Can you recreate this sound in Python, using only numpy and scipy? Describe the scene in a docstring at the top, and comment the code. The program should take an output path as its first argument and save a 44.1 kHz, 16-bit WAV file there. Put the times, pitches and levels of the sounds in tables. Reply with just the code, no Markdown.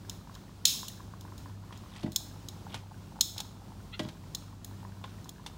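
"""Tongs in a simmering pot

Steel tongs turn pork knuckles in simmering sauce in a cooker pot, close to the microphone.
The tongs snap shut as noise bursts and ring as decaying modes. The meat smacks as short bursts with
ringing air pockets, slides as a crackle of grains, squeaks once and thumps the modes of the pot floor.
Small bubbles pop all the while as rising sine chirps, over filtered fan noise and humming lines."""
import sys
import numpy as np
from scipy import signal
from scipy.fft import rfft, irfft, next_fast_len
from scipy.io import wavfile
from scipy.ndimage import uniform_filter1d

SR = 44100
rng = np.random.default_rng(int(sys.argv[2]) if len(sys.argv) > 2 else 0)


def persist_wave(psi):
    """Save psi, clipped to +-1, as 16-bit WAV."""
    counts = np.round(np.clip(psi, -1, 1) * 32767).astype(np.int16)
    wavfile.write(sys.argv[1], SR, np.atleast_2d(counts).T)


N = 245637
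T = np.arange(N) / SR
HIT = T[:int(SR * .9)]  # time axis of a single hit, s


def undb(db):
    """Decibels to gain."""
    return 10 ** (np.asarray(db) / 20)


def unit(x):
    """Scale to rms 1."""
    return x / np.sqrt(np.mean(x ** 2))


def unit_energy(x):
    """Scale so that the squares sum to 1."""
    return x / np.sqrt(np.sum(x ** 2))


def fade(t60):
    """Exponential decay over the length of a hit, down 60 dB after t60 seconds."""
    return np.exp(-np.log(1000) * HIT / max(t60, 1e-3))


def add(out, s, x):
    """Mix x into out from time s."""
    i = max(int(s * SR), 0)
    out[i:i + len(x)] += x[:max(N - i, 0)]


def colour(x, hz, db):
    """Causal filter through (Hz, dB) points, with unit power gain."""
    size = next_fast_len(len(x) + 4096, True)
    size += size % 2
    log_hz = np.log(np.fft.rfftfreq(size, 1 / SR) + 1)
    gain = unit(undb(np.interp(log_hz, np.log(hz), db)))
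    # folding the cepstrum gives minimum phase, so nothing sounds before the attack
    cepstrum = irfft(np.log(gain))
    cepstrum[1:size // 2] *= 2
    cepstrum[size // 2 + 1:] = 0
    return irfft(rfft(x, size) * np.exp(rfft(cepstrum)), size)[:len(x)]


def ring(hz, db, t60):
    """A set of freely decaying modes."""
    return sum(undb(d) * np.sin(2 * np.pi * f * HIT) * fade(t) for f, d, t in zip(hz, db, t60))


def tone(hz, t60):
    """One decaying resonance of unit energy, with a softened attack."""
    return unit_energy(ring([hz], [0], [t60]) * (1 - np.exp(-HIT / 0.00068)))


def rattle(t60, rise_s, evenness=0.3):
    """A noise burst for a flurry of tiny contacts: it builds up and decays, its spectrum partly evened."""
    swell = np.clip(HIT / rise_s, 0, 1)
    spectrum = rfft(rng.standard_normal(len(HIT)) * swell * fade(t60))
    evened = spectrum / (np.abs(spectrum) + 1e-12) ** evenness
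    return unit_energy(irfft(evened, len(HIT)) * swell * fade(t60 * 3))


def walk(rate):
    """Slow random drift of rms 1, from twice-smoothed random steps at rate per second."""
    k = int(SR / rate)
    steps = np.repeat(rng.standard_normal(N // k + 1), k)
    return unit(uniform_filter1d(uniform_filter1d(steps, k), k)[:N])


# Steel on steel. Each row: start in seconds, relative level in dB, treble lift in dB, ring in dB,
# place of contact from 0 (tips) to 1 (arms), pitch of the contact in Hz.
CLINKS = [(0.0962, -24.5, 4, -1.5, 0.2, 6200), (0.351, -36.5, -2, 0, 0.5, 3140),
          (0.6537, -3.5, 2.5, 6.5, 0.31, 6500), (0.882, -23.5, 6.5, 0, 0.3, 3010),
          (1.209, -38, 7, 2, 0.33, 4960), (1.3792, -39.5, 6, 8, 0.38, 3730),
          (2.1194, -34.5, 9, 5, 0.38, 3600), (2.1605, -10.5, 4, -3, 0.66, 3510),
          (2.486, -27, 2, -1, 0.58, 3860), (3.2093, -4.7, 1, -2, 0.75, 4150),
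          (3.3801, -24, -1.5, 3, 0.67, 3670), (3.403, -20, 1, -9, 0.28, 4170),
          (4.3487, -18.5, 1.5, -4.5, 0.69, 4020), (4.646, -30.5, 15, -0.5, 0.31, 6600),
          (5.2919, -29, 7, -7, 0.41, 3420)]
# Modes of the tongs. Each row: pitch in Hz, level in dB struck at the tips, level in dB struck on the arms,
# t60 in seconds.
TONG_MODES = [(2616, -8, -26, .3), (3408, -7, -14, .45), (3596, -1, -15, .42), (3770, -15, -1, .36),
              (3985, -3, -15, .5), (4040, 0, -11, .55), (4183, -6, -5, .38), (5227, -3, -4, .6),
              (5351, -20, -3, .48), (5507, -16, -2, .35), (5577, -4, -18, .6), (5712, -7, -18, .6),
              (6137, -6, -18, .6), (6476, -20, 2, .48), (6556, -16, 0, .42), (6674, -14, 0, .4),
              (6812, -5, 1, .33), (6848, -2, -14, .6), (6903, -1, -14, .5), (7510, -14, -4, .2),
              (9787, -11, -13, .3), (13460, -20, -5, .24)]
# Colour of a clink. 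Each row: frequency in Hz, level in dB at the tips, level in dB on the arms.
TONG_COLOUR = [(890, -35, -23.5), (1986, -20.5, -27.5), (2880, -1, -25), (3360, 0, -3), (4050, -1, 4),
               (4830, -6, -13), (5230, 2, 2), (5790, -10, -15), (6240, 0, -4.5), (7720, -11, -8.5),
               (8800, -15, -12), (9650, -10, -14), (10860, -12.5, -26), (13700, -15, -10),
               (15640, -11.5, -15), (17000, -27, -10)]


def tongs(clack_t60=0.034, rise_s=0.00053, clack_db=10, pitch_t60=.022, choke_t60=0.02, choke_db=-15,
          graze_s=.002, graze_db=-13, shimmer_db=-29, mode_db=-37):
    """The arms graze, clack together, then ring with a few strong modes over a shimmer of weak ones."""
    out = np.zeros(N)
    hz, tips_db, arms_db = np.transpose(TONG_COLOUR)
    mode_hz, mode_tips, mode_arms, t60 = np.transpose(TONG_MODES)
    for s, db, treble_db, ring_db, place, pitch_hz in CLINKS + jiggles():
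        # the treble lift grows from 5 kHz to its full amount at 10 kHz
        lift = treble_db * np.clip(np.log2(hz / 5000), 0, 1)
        shape = tips_db + place * (arms_db - tips_db) + lift
        levels = mode_tips + place * (mode_arms - mode_tips) + rng.standard_normal(len(t60))
        modes = ring(mode_hz, levels, t60)
        contacts = colour(rattle(clack_t60, rise_s), hz, shape)
        clack = undb(clack_db) * contacts + tone(pitch_hz, pitch_t60)
        # pressed together, the arms choke most of their ring at once
        choked = undb(choke_db) * modes * fade(choke_t60) * np.clip(HIT / rise_s, 0, 1)
        tail = undb(shimmer_db) * shimmer(hz, shape) + undb(mode_db) * modes
        add(out, s, undb(db) * (clack + choked + undb(ring_db) * tail))
        # the toothed tips touch just before they close
        graze = (1 - place) * colour(rattle(clack_t60, rise_s), hz, shape)
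        add(out, s - graze_s, undb(db + clack_db + graze_db) * graze)
    return out


def jiggles(count=6, db=-43, spread_db=4, treble_db=3, ring_db=2, pitch_hz=3900):
    """Faint chance ticks of the tongs shifting in the hand, as rows like those of CLINKS."""
    rows = []
    for k, (when, size, place) in enumerate(rng.random((count, 3))):
        start = (k + when) / count * N / SR
        rows.append((start, db + spread_db * (size - .5), treble_db, ring_db, place, pitch_hz))
    return rows


def shimmer(hz, shape, spacing_hz=30, wash_db=-2, bloom_s=.012, t60=0.53, splash_t60=0.51):
    """A crowd of weak steel modes in a wash of noise; it blooms briefly, its treble dying slightly sooner."""
    f = np.fft.rfftfreq(len(HIT), 1 / SR)
    is_mode = rng.random(len(f)) < f[1] / spacing_hz
    envelope = undb(np.interp(np.log(f + 1), np.log(hz), shape))
    size = (unit(is_mode * 1.) + undb(wash_db)) * envelope
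    spectrum = size * np.exp(2j * np.pi * rng.random(len(f)))
    low = irfft(spectrum * (f <= 8000), len(HIT))
    high = irfft(spectrum * (f > 8000), len(HIT))
    tail = low * fade(t60) + high * fade(splash_t60)
    return tail * np.clip(HIT / bloom_s, 0, 1) ** 2 / np.std(low + high)


# Wet smacks of meat and sauce. Each row: start in seconds, relative level in dB,
# treble tilt in dB per octave, pitch of the trapped air in Hz.
SMACKS = [(1.725, -33, -3, 3320), (1.9617, -35, -0.5, 1950), (2.0311, -31.5, -0.5, 4350),
          (2.0624, -32.5, -5.5, 1980), (2.7428, -22, 0, 1516), (3.9935, -20, -1, 1650),
          (4.0873, -32, 0, 3960), (5.04, -26, -5, 3540), (5.4627, -26, 2, 3630)]
# Colour of a smack, shared by the slides. Each row: frequency in Hz, level in dB.
SMACK_COLOUR = [(300, -12), (900, 3), (1600, -5), (2400, -2), (3500, 1), (5000, -6), (7000, -10.5),
                (10000, -17), (15500, -29)]


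def smacks(t60=0.077, rise_s=0.00034, gain_db=11, pocket_t60=0.032, pocket_db=2):
    """Wet skin slaps or parts: a short burst, and a pocket of air that rings in it."""
    out = np.zeros(N)
    hz, shape = np.transpose(SMACK_COLOUR)
    for s, db, tilt_db, pocket_hz in SMACKS:
        burst = colour(rattle(t60, rise_s), hz, shape + tilt_db * np.log2(hz / 3000))
        pocket = tone(pocket_hz, pocket_t60)
        add(out, s, undb(db) * (undb(gain_db) * burst + undb(pocket_db) * pocket))
    return out


# Meat sliding through the sauce. Each row: start in seconds, end in seconds, level in dB.
SLIDES = [(1.69, 1.836, -63), (1.85, 2.12, -54), (2.666, 2.828, -51), (3.345, 3.437, -49.5),
          (3.94, 4.134, -56), (4.997, 5.15, -61)]


def slides(grains_per_s=1600, cycles=16):
    """Films of sauce tear and tiny air pockets ring in a dense crackle while the meat moves."""
    motion, grains, t = np.zeros(N), np.zeros(N), HIT[:1024]
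    for start, end, db in SLIDES:
        add(motion, start, undb(db) * np.hanning(max(int((end - start) * SR), 2)))
    for when, pitch, size in rng.random((int(grains_per_s * N / SR), 3)):
        hz = 500 * 24 ** pitch  # 500 Hz to 12 kHz
        # every grain falls by 60 dB within the same number of cycles
        decay = np.exp(-np.log(1000) * hz * t / cycles)
        add(grains, when * N / SR, size * hz * np.sin(2 * np.pi * hz * t) * decay)
    return unit(colour(grains, *np.transpose(SMACK_COLOUR))) * motion


def squeak(start_s=3.92, length_s=0.046, slip_hz=660, jitter=0.04, db=-43):
    """Wet skin sticks and slips on the steel as the meat slides out of the tongs."""
    out, swell = np.zeros(N), np.hanning(int(length_s * SR))
    slip_rate = slip_hz * (1 + jitter * walk(700)[:len(swell)])
    phase = 2 * np.pi * np.cumsum(slip_rate) / SR
    # the steel picks out the overtones near 3 kHz
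    buzz = sum(np.sin(k * phase + k * k) / np.hypot(1, (k * slip_hz - 3100) / 800) for k in range(2, 7))
    add(out, start_s, undb(db) * unit(buzz) * swell)
    return out


# The meat lands and rolls on the pot floor. Each row: start in seconds, relative level in dB,
# contact time in seconds.
THUMPS = [(2.036, -19, 0.0038), (2.054, -32.5, 0.0039), (2.078, -25, 0.0041), (3.995, -27, 0.0008),
          (4.047, -26, 0.0045)]
# Modes of the loaded pot. Each row: pitch in Hz, level in dB, t60 in seconds.
POT_MODES = [(88, -10, 0.27), (135.8, -5, 0.33), (181, -2.5, 0.17), (217.5, -1, 0.14), (274.7, -1.5, 0.21),
             (323.4, 4, 0.09), (422, -7, 0.13), (515, -9.5, 0.068), (611, -2.5, 0.26), (723, 0, 0.051),
             (960, -11, 0.045), (1600, -9, 0.21), (1954, 3, 0.089), (2760, -5, 0.08), (3370, 2, 0.2)]


def thumps(gain_db=-6):
    """Soft blows on the pot floor; a longer contact favours the low modes."""
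    out = np.zeros(N)
    # neighbouring modes swing in opposite directions, so the boom builds over a few cycles
    pot = sum((-1) ** k * ring([hz], [db], [t60]) for k, (hz, db, t60) in enumerate(POT_MODES))
    for s, db, contact in THUMPS:
        push = HIT * np.exp(-2 * np.pi * HIT / contact)
        add(out, s, undb(db + gain_db) * signal.fftconvolve(pot, push / push.sum()))
    return out


# The bubbles' pitch shifts each time the meat is turned and settles in the sauce.
# Each row: time in seconds, pitch in Hz.
BUBBLE_PITCH = [(1.9, 990), (2.1, 845), (3.9, 832), (4.1, 970)]
# The loudest bubbles. Each row: start in seconds, relative level in dB.
BUBBLES = [(0.296, -39.5), (0.831, -33.5), (1.005, -39.5), (1.137, -37), (1.251, -38), (1.459, -36.5),
           (1.708, -39), (2.667, -34), (2.918, -40), (3.158, -40.5), (3.189, -37), (3.403, -34.5),
           (4.85, -35.5), (5.044, -35), (5.462, -37)]


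def simmer(t60=0.017, gain_db=3, glide=6, film_ratio=1.65, film_t60=0.0066, film_db=-5,
           film_scatter=.1, pitch_scatter=0.043):
    """Each bubble bursts with a brief snap of its film and a few cycles of rising pitch."""
    out, t = np.zeros(N), HIT[:2048]
    large = [(s, db, np.exp(pitch_scatter * rng.standard_normal())) for s, db in BUBBLES]
    medium = stream(per_s=7, db=-43, spread_db=3.5, ratio=.98, scatter=.1)
    small = stream(per_s=30, db=-52, spread_db=4.5, ratio=1.25, scatter=.4)
    swell = 1 - np.exp(-t / 0.00069)
    cavity_fade, film_fade = fade(t60)[:len(t)], fade(film_t60)[:len(t)]
    films = film_ratio * np.exp(film_scatter * rng.standard_normal(1000))
    for (s, db, ratio), film in zip(large + medium + small, films):
        hz = ratio * np.interp(s, *np.transpose(BUBBLE_PITCH))
        phase = 2 * np.pi * hz * t * (1 + glide * t)
        cavity = cavity_fade * np.sin(phase)
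        snap = undb(film_db) * film_fade * np.sin(film * phase)
        add(out, s, undb(db + gain_db) * swell * (cavity - snap))
    return out


def stream(per_s, db, spread_db, ratio, scatter):
    """Bubbles that rise at loosely even intervals, as rows (s, relative level dB, pitch ratio)."""
    rows = []
    for k, (when, size, pitch) in enumerate(rng.uniform(-1, 1, (400, 3))):
        if k < per_s * N / SR:
            start = (k + .5 + .5 * when) / per_s
            rows.append((start, db + spread_db * size, ratio * np.exp(scatter * pitch)))
    return rows


# Colour of the kitchen air. Each row: frequency in Hz, relative density in dB per Hz.
AIR = [(20, -15), (35, -10.5), (50, -4), (80, 2), (120, 1), (180, -1.5), (280, -5), (480, -15.5),
       (950, -16), (2000, -27.5), (4000, -26), (7000, -30), (12000, -38), (15500, -34.5)]
# Hum of motors and mains. Each row: pitch in Hz, mid rms level in dB.
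HUM = [(49.2, -58), (95.5, -63), (99.6, -52), (164, -60), (194, -60)]


def kitchen(air_db=-50, flicker_db=1, hum_drift_db=2):
    """Fan noise that wavers slightly, and humming lines that drift in level and phase and beat together."""
    noise = colour(rng.standard_normal(N), *np.transpose(AIR))
    out = noise * undb(air_db + flicker_db * walk(11))
    for hz, db in HUM:
        level = undb(db + hum_drift_db * walk(3.995)) * np.sqrt(2)
        out += level * np.sin(2 * np.pi * (hz * T + rng.random()) + .5 * walk(4.05))
    return out


def space(x, wall_s=0.00211, wall_gain=0.12, room_t60=0.32, room_db=-11):
    """One quick echo off the pot wall, and the faint tail of the kitchen."""
    tail = rng.standard_normal(len(HIT)) * fade(room_t60) * np.clip(HIT / 0.0032, 0, 1)
    response = undb(room_db) * unit_energy(tail)
    response[0] += 1  # direct sound
    response[int(wall_s * SR)] += wall_gain
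    return signal.fftconvolve(x, response)[:N]


def scene():
    """Tongs above the pot, wet sounds down inside it, the kitchen around."""
    in_pot = smacks() + slides() + squeak() + thumps() + simmer()
    return (tongs() + space(in_pot) + kitchen())[None]


def record(dry, low_hz=36, top_hz=15750):
    """The microphone drops the deepest bass and the recorder cuts the top."""
    thin = signal.sosfilt(signal.butter(3, low_hz, "high", fs=SR, output="sos"), dry)
    return signal.sosfilt(signal.ellip(10, .2, 80, top_hz, fs=SR, output="sos"), thin)


dry = scene()
out = record(dry)
persist_wave(out)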